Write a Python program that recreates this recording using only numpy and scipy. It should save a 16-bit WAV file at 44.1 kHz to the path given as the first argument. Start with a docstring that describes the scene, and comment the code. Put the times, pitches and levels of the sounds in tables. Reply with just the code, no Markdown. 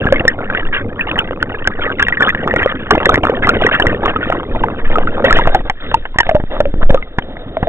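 """Air pockets break off and ring on a diver's waterproof camera case just under the surface.
Water and trapped air wash over it: swarms of small bubbles gurgle and fizz, and the flow sways
and rumbles on the walls. The case is knocked now and then. Two closely spaced microphones
inside hear it all muffled, and the loudest bubbles overload them."""
import sys
import numpy as np
from scipy import signal
from scipy.io import wavfile
from scipy.ndimage import map_coordinates

SR = 44100
rng = np.random.default_rng(int(sys.argv[2]) if len(sys.argv) > 2 else 0)


def materialize(psi):
    """Save the field psi as 16-bit PCM at rate SR to the path in sys.argv[1].

    A 1-D psi becomes a single channel; in a 2-D psi each row is a channel.
    """
    bounded = np.clip(np.atleast_2d(psi).T, -1, 1)
    quanta = np.round(bounded * 32767).astype(np.int16)
    wavfile.write(sys.argv[1], SR, quanta)


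N = 338688


def from_db(db):
    """Decibels to gain."""
    return 10 ** (np.asarray(db) / 20)


def unit_rms(x):
    """Scale to rms 1."""
    return x / np.sqrt(np.mean(x ** 2) + 1e-20)


def power_sum(*gains):
    """Unrelated sounds add in power."""
    return np.sqrt(sum(g ** 2 for g in gains))


def curve(rows):
    """Interpolate (seconds, value) rows to every sample."""
    return np.interp(np.arange(N) / SR, *np.transpose(rows))


def db_at(spectrum, hz):
    """Read a spectrum on a log-frequency axis."""
    points_hz, points_db = np.transpose(spectrum)
    return np.interp(np.log(hz), np.log(points_hz), points_db)


def low_pass(x, hz, order=2):
    """Butterworth low-pass."""
    return signal.sosfilt(signal.butter(order, min(hz, .45 * SR), fs=SR, output="sos"), x + 1e-18)


def add(out, start_s, sound):
    """Mix a sound in at start_s."""
    at = int(np.clip(round(start_s * SR), 0, N - 1))
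    out[at:at + len(sound)] += sound[:N - at]


def drift(rate_hz):
    """Slow random curve, rms 1."""
    hop, warmup = 40, 2000
    pole = np.exp(-2 * np.pi * rate_hz * hop / SR)
    white = rng.standard_normal(N // hop + warmup + 2)
    slow = signal.lfilter([1], [1, -2 * pole, pole ** 2], white)[warmup:]
    return np.interp(np.arange(N) / hop, np.arange(len(slow)), unit_rms(slow))


def ring(force, hz, t60_s):
    """Resonator: a unit click starts a decaying sine of height 1."""
    r, w = from_db(-60 / (t60_s * SR)), 2 * np.pi * hz / SR
    return signal.lfilter([0, np.sin(w)], [1, -2 * r * np.cos(w), r * r], force + 1e-18)


def pulse(t, rise_s):
    """One-sided pressure pulse of height 1."""
    return t / rise_s * np.exp(1 - t / rise_s)


def turbulence(spectrum, eddy_db, eddy_hz, bands):
    """Noise bands swell with passing eddies, partly together, partly alone; rms 1."""
    out, common = 0, drift(eddy_hz)
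    edges_hz = np.geomspace(spectrum[0][0], spectrum[-1][0], bands + 1)
    white = rng.standard_normal((2, N))
    for k, (low, high) in enumerate(zip(edges_hz, edges_hz[1:])):
        band = signal.sosfilt(signal.butter(2, [low, high], "band", fs=SR, output="sos"), white[k % 2])
        eddies = np.tanh(common / 2 + drift(eddy_hz) / 2)  # eddies have a largest size
        out += band * from_db(db_at(spectrum, np.sqrt(low * high)) + eddy_db * eddies)
    return unit_rms(out)


def swarm(spectrum, per_s, t60_cycles, size_db, clump_db, pitches):
    """Bubbles of random size and pitch are born in clumps and ring; rms 1."""
    sizes = from_db(size_db * np.minimum(rng.exponential(1, N), 3))
    signs = rng.choice([-1, 1], N)
    born = rng.random(N) < per_s * from_db(clump_db * drift(22)) / SR
    clicks = sizes * signs * born
    out, pitch_index = 0, rng.integers(0, pitches, N)
    for k, hz in enumerate(np.geomspace(spectrum[0][0], spectrum[-1][0], pitches)):
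        out += from_db(db_at(spectrum, hz)) * ring(clicks * (pitch_index == k), hz, t60_cycles / hz)
    return unit_rms(out)


def pushes(rows, attack_s, sag_db_per_s, release_s):
    """Pushes of water build, sag and die away; one gain curve per level column, strongest wins."""
    gains = np.zeros((2, N))
    for start_s, length_s, *levels_db in rows:
        t = np.maximum(np.arange(N) / SR - start_s, 0)
        attack = np.minimum(t / attack_s, 1)
        release = np.exp(-np.maximum(t - length_s, 0) / release_s)
        envelope = attack * from_db(-sag_db_per_s * t) * release
        gains = np.maximum(gains, np.outer(from_db(levels_db), envelope))
    return gains


# Water speed along the case. Each row: time in seconds, relative level in dB.
FLOW_DB = [(0.0, -18.5), (0.62, -28.5), (1.26, -23.5), (1.58, -27.5), (2.35, -24), (2.93, -26.5),
           (3.1, -25.5), (3.72, -22), (4.0, -24.5), (4.64, -23.5), (5.22, -21.5), (5.39, -26),
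           (5.65, -40.5), (6.25, -39.5), (6.48, -38), (7.19, -34.5), (7.42, -30), (7.68, -24.5)]
# Air in the water. Each row: time in seconds, bubbles' share of the wash power from 0 to 1.
AIR_SHARE = [(3.2, 0.99), (5.4, 0.89), (5.8, 0.63), (7.3, 0.12)]


def flow():
    """The steady flow gurgles, rumbles and fizzes with its speed; clear water fizzes less."""
    flow_db, air = curve(FLOW_DB), curve(AIR_SHARE)
    swing_db = flow_db - flow_db.mean()
    rumble_gain = from_db(-29 + 1.16 * swing_db)
    gurgle_gain = from_db(-7.5 + flow_db)
    fizz_gain = from_db(-34 + 0.51 * swing_db) * np.sqrt(air)
    return rumble_gain, gurgle_gain, fizz_gain, air


# Sloshes. Each row: start in seconds, length in seconds, gurgle in dB, fizz in dB.
SLOSH_EVENTS = [(0.0, 0.16, -34, -23.5), (0.37, .04, -25.5, -22), (0.496, .17, -24.5, -22.5),
                (0.714, 0.063, -35, -20), (1.062, 0.16, -23.5, -18), (1.484, 0.093, -27.5, -25),
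                (1.61, 0.1, -32, -25.5), (1.782, 0.13, -23, -18), (1.975, 0.15, -40, -16.5),
                (2.194, 0.11, -21.5, -9.5), (2.422, 0.059, -16, -22), (2.549, .16, -18, -16),
                (2.908, 0.096, -13, -18), (3.043, 0.11, -13.5, -13.5), (3.221, 0.14, -14.5, -21),
                (3.412, 0.099, -13, -19), (3.528, 0.032, -14.5, -19.5), (3.598, 0.06, -11, -15),
                (3.705, 0.037, -17.5, -15.5), (3.8, 0.14, -18.5, -22.5), (4.017, 0.083, -18, -21),
                (4.195, 0.13, -19, -26), (4.313, 0.05, -12.5, -33), (4.54, 0.027, -16, -23.5),
                (4.673, 0.013, -15, -38), (4.891, 0.034, -19.5, -23), (4.957, 0.04, -18, -34),
                (5.166, 0.017, -18, -45), (5.237, 0.15, -13, -14), (5.382, 0.19, -21.5, -24.5),
                (5.643, 0.019, -25, -33), (5.795, 0.18, -35, -28), (6.24, 0.062, -27.5, -29.5),
                (6.496, 0.065, -21, -30), (6.801, 0.032, -23.5, -37.5), (6.917, 0.036, -21, -34),
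                (7.29, 0.21, -36, -45)]


def sloshes():
    """Frothy water sloshes over the case; gurgle and fizz gains."""
    return pushes(SLOSH_EVENTS, attack_s=0.013, sag_db_per_s=22.5, release_s=0.029)


# Surges. Each row: start in seconds, length in seconds, sway in dB, rumble in dB.
SURGE_EVENTS = [(0.0, 0.13, -12.5, -26.5), (.56, 0.17, -20.5, -42), (3.08, 0.3, -21.5, -22),
                (3.382, 0.21, -19, -22.5), (3.825, 0.11, -15.5, -17.5), (4.435, 0.18, -12, -28),
                (4.78, 0.3, -11.5, -27.5), (5.244, 0.37, -10.5, -30), (5.798, 0.18, -18, -26.5),
                (6.212, 0.36, -18, -32), (6.527, 0.14, -9, -22.5), (6.71, 0.22, -4.5, -27.5),
                (7.257, 0.11, -23.5, -31.5)]


def surges():
    """Water presses on the walls as the case moves; sway and rumble gains."""
    return pushes(SURGE_EVENTS, attack_s=0.088, sag_db_per_s=3.5, release_s=0.045)


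# Sway spectrum. Each row: frequency in Hz, relative density in dB.
SWAY_SPECTRUM = [(8, 6), (16, 0.5), (32, -17), (50, -15.5), (80, -31.5)]


def sway():
    """Slow, deep pressure swings on the walls."""
    return turbulence(SWAY_SPECTRUM, eddy_db=1, eddy_hz=1.6, bands=6)


# Rumble spectrum. Each row: frequency in Hz, relative density in dB.
RUMBLE_SPECTRUM = [(50, -6), (65, -10), (88, 5), (125, -9.5), (180, -4), (270, -1.5), (420, -13), (560, 2)]


def rumble():
    """Fast eddies buffet the walls."""
    return turbulence(RUMBLE_SPECTRUM, eddy_db=9, eddy_hz=35, bands=9)


# Large bubbles through the wall. Each row: pitch in Hz, relative level in dB.
GURGLE_SPECTRUM = [(300, -7), (420, -5), (550, -3), (750, -2.5), (1000, -5), (1300, 4.5)]
# Low rush of water. Each row: frequency in Hz, relative density in dB.
RUSH_SPECTRUM = [(400, -24), (540, 7), (750, 3.5), (1050, -14.5), (1400, 0)]


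def gurgle(air):
    """Larger bubbles ring, giving way to a smooth rush as the air thins."""
    bubbles = swarm(GURGLE_SPECTRUM, per_s=210, t60_cycles=14.3, size_db=4, clump_db=4.5, pitches=24)
    rush = turbulence(RUSH_SPECTRUM, eddy_db=5, eddy_hz=30, bands=6)
    return np.sqrt(air) * bubbles + np.sqrt(1 - air) * rush


# Small bubbles through the wall. Each row: pitch in Hz, relative level in dB.
FIZZ_SPECTRUM = [(1100, -13.5), (1450, -3), (1850, 2), (2080, -4), (2300, -10.5), (2800, -3.5),
                 (3400, -5.5)]
# Bright rush of water. Each row: frequency in Hz, relative density in dB.
HISS_SPECTRUM = [(1200, -10), (1500, -9.5), (1950, -7), (2300, -18), (2850, -15.5), (3900, -2.5)]


def fizz(air):
    """Small bubbles ring, giving way to a hiss as the air thins."""
    bubbles = swarm(FIZZ_SPECTRUM, per_s=260, t60_cycles=66, size_db=2.5, clump_db=5, pitches=28)
    hiss = turbulence(HISS_SPECTRUM, eddy_db=5, eddy_hz=35, bands=9)
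    return np.sqrt(air) * bubbles + np.sqrt(1 - air) * hiss


# Case resonances. Each row: frequency in Hz, relative level in dB.
CASE_MODES = [(330, -14), (560, -1.5), (820, 0.5), (1150, -4.5), (1500, -3), (1900, -4.5), (2450, -16.5),
              (3100, -13.5)]
# Knocks. Each row: start in seconds, clack peak in dB, thump peak in dB.
KNOCK_EVENTS = [(.055, -45, 4.5), (.205, -7.5, -4.5), (1.426, -7.5, -33), (1.672, -5.5, -24),
                (2.907, 5.5, -4), (3.029, -3, -33), (3.14, -3, -15), (3.233, -2, -4.5), (3.797, 1, -29),
                (4.635, -4, -33), (5.471, -1.5, 4), (5.545, 4, -13), (5.604, -18, -13.5), (5.652, -21, -17),
                (5.697, 0.5, -11), (5.913, -10.5, -32), (6.052, -9, -48), (6.159, -20, -9),
                (6.184, 1.5, -29), (6.291, -3.5, -20), (6.348, -18, 4.5), (6.399, -15, -7),
                (6.438, -45, -5.5), (6.602, -2.5, -16), (6.74, -28.5, -4), (6.827, -8, -5.5),
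                (6.903, -3.5, 4), (7.184, -2.5, 0), (7.367, -16, -36), (7.628, -7, 2.5)]


def knocks(scuff_gain=0.96, scuff_s=0.0052, t60_s=0.0053, contact_hz=2200, thump_s=0.00059):
    """A blow with a short scuff rings the water-damped case and thumps its wall."""
    out, t = np.zeros(N), np.arange(SR // 10) / SR
    for start_s, clack_db, thump_db in KNOCK_EVENTS:
        contact = (t == 0) + scuff_gain * rng.standard_normal(len(t)) * np.exp(-t / scuff_s)
        # soft contact: more thump, less treble
        force = low_pass(contact, contact_hz * from_db((clack_db - thump_db) / 2), order=1)
        detune = 1 + 0.11 * rng.uniform(-1.24, 1, len(CASE_MODES))  # grip and clinging air
        modes = sum((-1) ** k * from_db(db) * ring(force, hz * detune[k], t60_s)
                    for k, (hz, db) in enumerate(CASE_MODES))
        clack = from_db(clack_db) * modes / np.abs(modes).max()
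        add(out, start_s, clack + from_db(thump_db) * pulse(t, thump_s))
    return out


# Air pockets; the row at 7.187 s is the ring that follows the knock at 7.184 s. Each row: start in seconds,
# level in dB, pitch in Hz, t60 in seconds.
POCKET_EVENTS = [(0.067, -2.5, 1666, 0.049), (.123, 17.5, 536, 0.023), (0.158, -5, 2130, 0.046),
                 (.195, -0.5, 2530, 0.017), (0.251, 4, 490, 0.02), (0.278, 9.5, 1825, 0.039),
                 (0.499, 0, 1540, 0.021), (.548, 4, 1530, 0.01), (0.769, -13, 2000, 0.034),
                 (0.992, -9, 1738, 0.11), (1.008, -1, 2575, 0.031), (1.113, 4, 2660, 0.01),
                 (1.188, 5, 2830, 0.023), (1.308, -4.5, 510, 0.02), (1.426, 13, 1490, 0.0088),
                 (1.673, 15.5, 1626, 0.01), (1.996, 6, 1710, 0.015), (2.025, 11.5, 1670, 0.013),
                 (2.083, 11.5, 1870, 0.009), (2.123, 1, 1910, 0.038), (2.17, -5, 1800, 0.058),
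                 (2.205, 0, 1670, 0.012), (2.222, 3.5, 1677, 0.045), (2.347, 2.5, 1850, 0.017),
                 (2.508, -3, 1810, 0.051), (2.538, 7.5, 544, 0.015), (2.561, 13.5, 2070, 0.0046),
                 (2.629, 4.5, 1840, 0.016), (2.659, 10, 520, 0.019), (2.906, 6.5, 1168, 0.04),
                 (2.951, 10, 820, 0.0097), (2.978, 9, 515, 0.014), (3.056, 14, 1880, 0.014),
                 (3.091, 13, 1190, 0.022), (3.14, 4.5, 1810, 0.025), (3.156, 11, 2010, .008),
                 (3.176, 8, 423, 0.011), (3.296, 9.5, 450, 0.017), (3.444, -4.5, 2050, .059),
                 (3.49, 12.5, 1413, 0.025), (3.567, 4, 415, 0.017), (3.62, 6.5, 634, 0.017),
                 (3.664, 5.5, 1920, 0.03), (3.798, 7, 1760, 0.023), (3.822, 4.5, 2900, 0.015),
                 (3.867, 5.5, 1840, .02), (4.057, 6, 1120, 0.015), (4.093, -5.5, 2760, 0.016),
                 (4.16, -0.5, 1275, 0.039), (4.165, -12, 2970, 0.0083), (4.228, -4, 1494, 0.039),
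                 (4.3, 9.5, 640, 0.01), (4.323, 1.5, 1320, .019), (4.329, -14, 2720, 0.01),
                 (4.637, 4, 897, .028), (4.955, 0, 1253, 0.051), (4.983, 8.5, 694, 0.01),
                 (5.072, -4.5, 1435, 0.044), (5.241, 4, 553, 0.06), (5.307, 9, 1396, 0.021),
                 (5.326, 12, 1745, 0.013), (5.393, 0, 934, .034), (5.472, 10, 675, 0.015),
                 (5.546, 9, 750, 0.036), (5.942, 15, 915, 0.021), (6.143, -21.5, 1026, 0.073),
                 (6.185, 11.5, 1910, 0.017), (6.201, 6.5, 1833, 0.031), (6.204, 7.5, 943, 0.019),
                 (6.205, 0, 3010, 0.019), (6.23, -7, 1570, 0.025), (6.266, 0.5, 2000, 0.0075),
                 (6.291, 6.5, 673, 0.02), (6.311, -2.5, 628, 0.066), (6.351, 5, 594, 0.059),
                 (6.363, -7, 850, 0.025), (6.603, 10, 586, 0.024), (6.654, -4.5, 563, 0.064),
                 (6.672, -38, 525, 0.068), (6.894, -4, 547, 0.083), (6.944, 8.5, 533, .028),
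                 (6.973, -12.5, 1240, 0.055), (7.024, -13, 2090, .032), (7.187, 7.5, 810, 0.006),
                 (7.221, -17, 3050, .02), (7.568, -3.5, 645, 0.048), (7.67, -6.5, 655, 0.14)]


def air_pockets(air, pinch_s=0.0012, wobble_hz=130, tail_db=-24, shove_db=-20, spatter_db=-15):
    """A pocket shoves the wall and spatters as it pinches off, then rings, faintly once it floats free."""
    out, t = np.zeros(N), np.arange(SR // 4) / SR
    shape = (len(POCKET_EVENTS), len(t))
    wobbles = unit_rms(low_pass(rng.standard_normal(shape), wobble_hz))
    noises = unit_rms(low_pass(rng.standard_normal(shape), hz=2205))
    for (start_s, db, hz, t60_s), wobble, noise in zip(POCKET_EVENTS, wobbles, noises):
        log_decay = -np.log(1000) * t / t60_s
        sag = 0.012 * (np.exp(log_decay / 2) - .5)
        waver = 0.05 * air[int(start_s * SR)] * wobble  # churning water deforms the pocket
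        pitch_hz = hz * (1 + sag + waver)
        tail = from_db(tail_db) * np.exp(log_decay / 2.8)
        envelope = (1 - np.exp(-t / pinch_s)) * (np.exp(log_decay) + tail)
        note = envelope * np.sin(2 * np.pi * np.cumsum(pitch_hz) / SR)
        shove = from_db(shove_db) * pulse(t, rise_s=0.00085)
        # the closing neck's spatter grows more slowly with force than the ring
        spatter = from_db(spatter_db + db / 2) * pulse(t, rise_s=0.001) * noise
        add(out, start_s, from_db(db) * (note + shove) + spatter)
    return out


def scene(sway_floor_db=-25, slosh_rumble_db=-15, wall_hz=3750, mic_lag_ms=0.124):
    """The case wall takes the treble; everything reaches the left microphone slightly later."""
    flow_rumble, flow_gurgle, flow_fizz, air = flow()
    slosh_gurgle, slosh_fizz = sloshes()
    surge_sway, surge_rumble = surges()
    water = power_sum(from_db(sway_floor_db), surge_sway) * sway()
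    water += power_sum(flow_rumble, from_db(slosh_rumble_db) * slosh_gurgle, surge_rumble) * rumble()
    water += power_sum(flow_gurgle, slosh_gurgle) * gurgle(air)
    water += power_sum(flow_fizz, slosh_fizz) * fizz(air)
    inside = low_pass(water + knocks() + air_pockets(air), wall_hz, order=22)
    left = map_coordinates(inside, [np.arange(N) - mic_lag_ms * SR / 1000], order=3)
    return np.array([left, inside])


def record(dry, hardness=9.1, cutoff_hz=16000):
    """Overload flattens the loudest swings; a low-pass cuts the top."""
    flattened = dry / (1 + np.abs(dry) ** hardness) ** (1 / hardness)
    return low_pass(flattened, cutoff_hz, order=14)


dry = scene()
out = record(dry)
materialize(out)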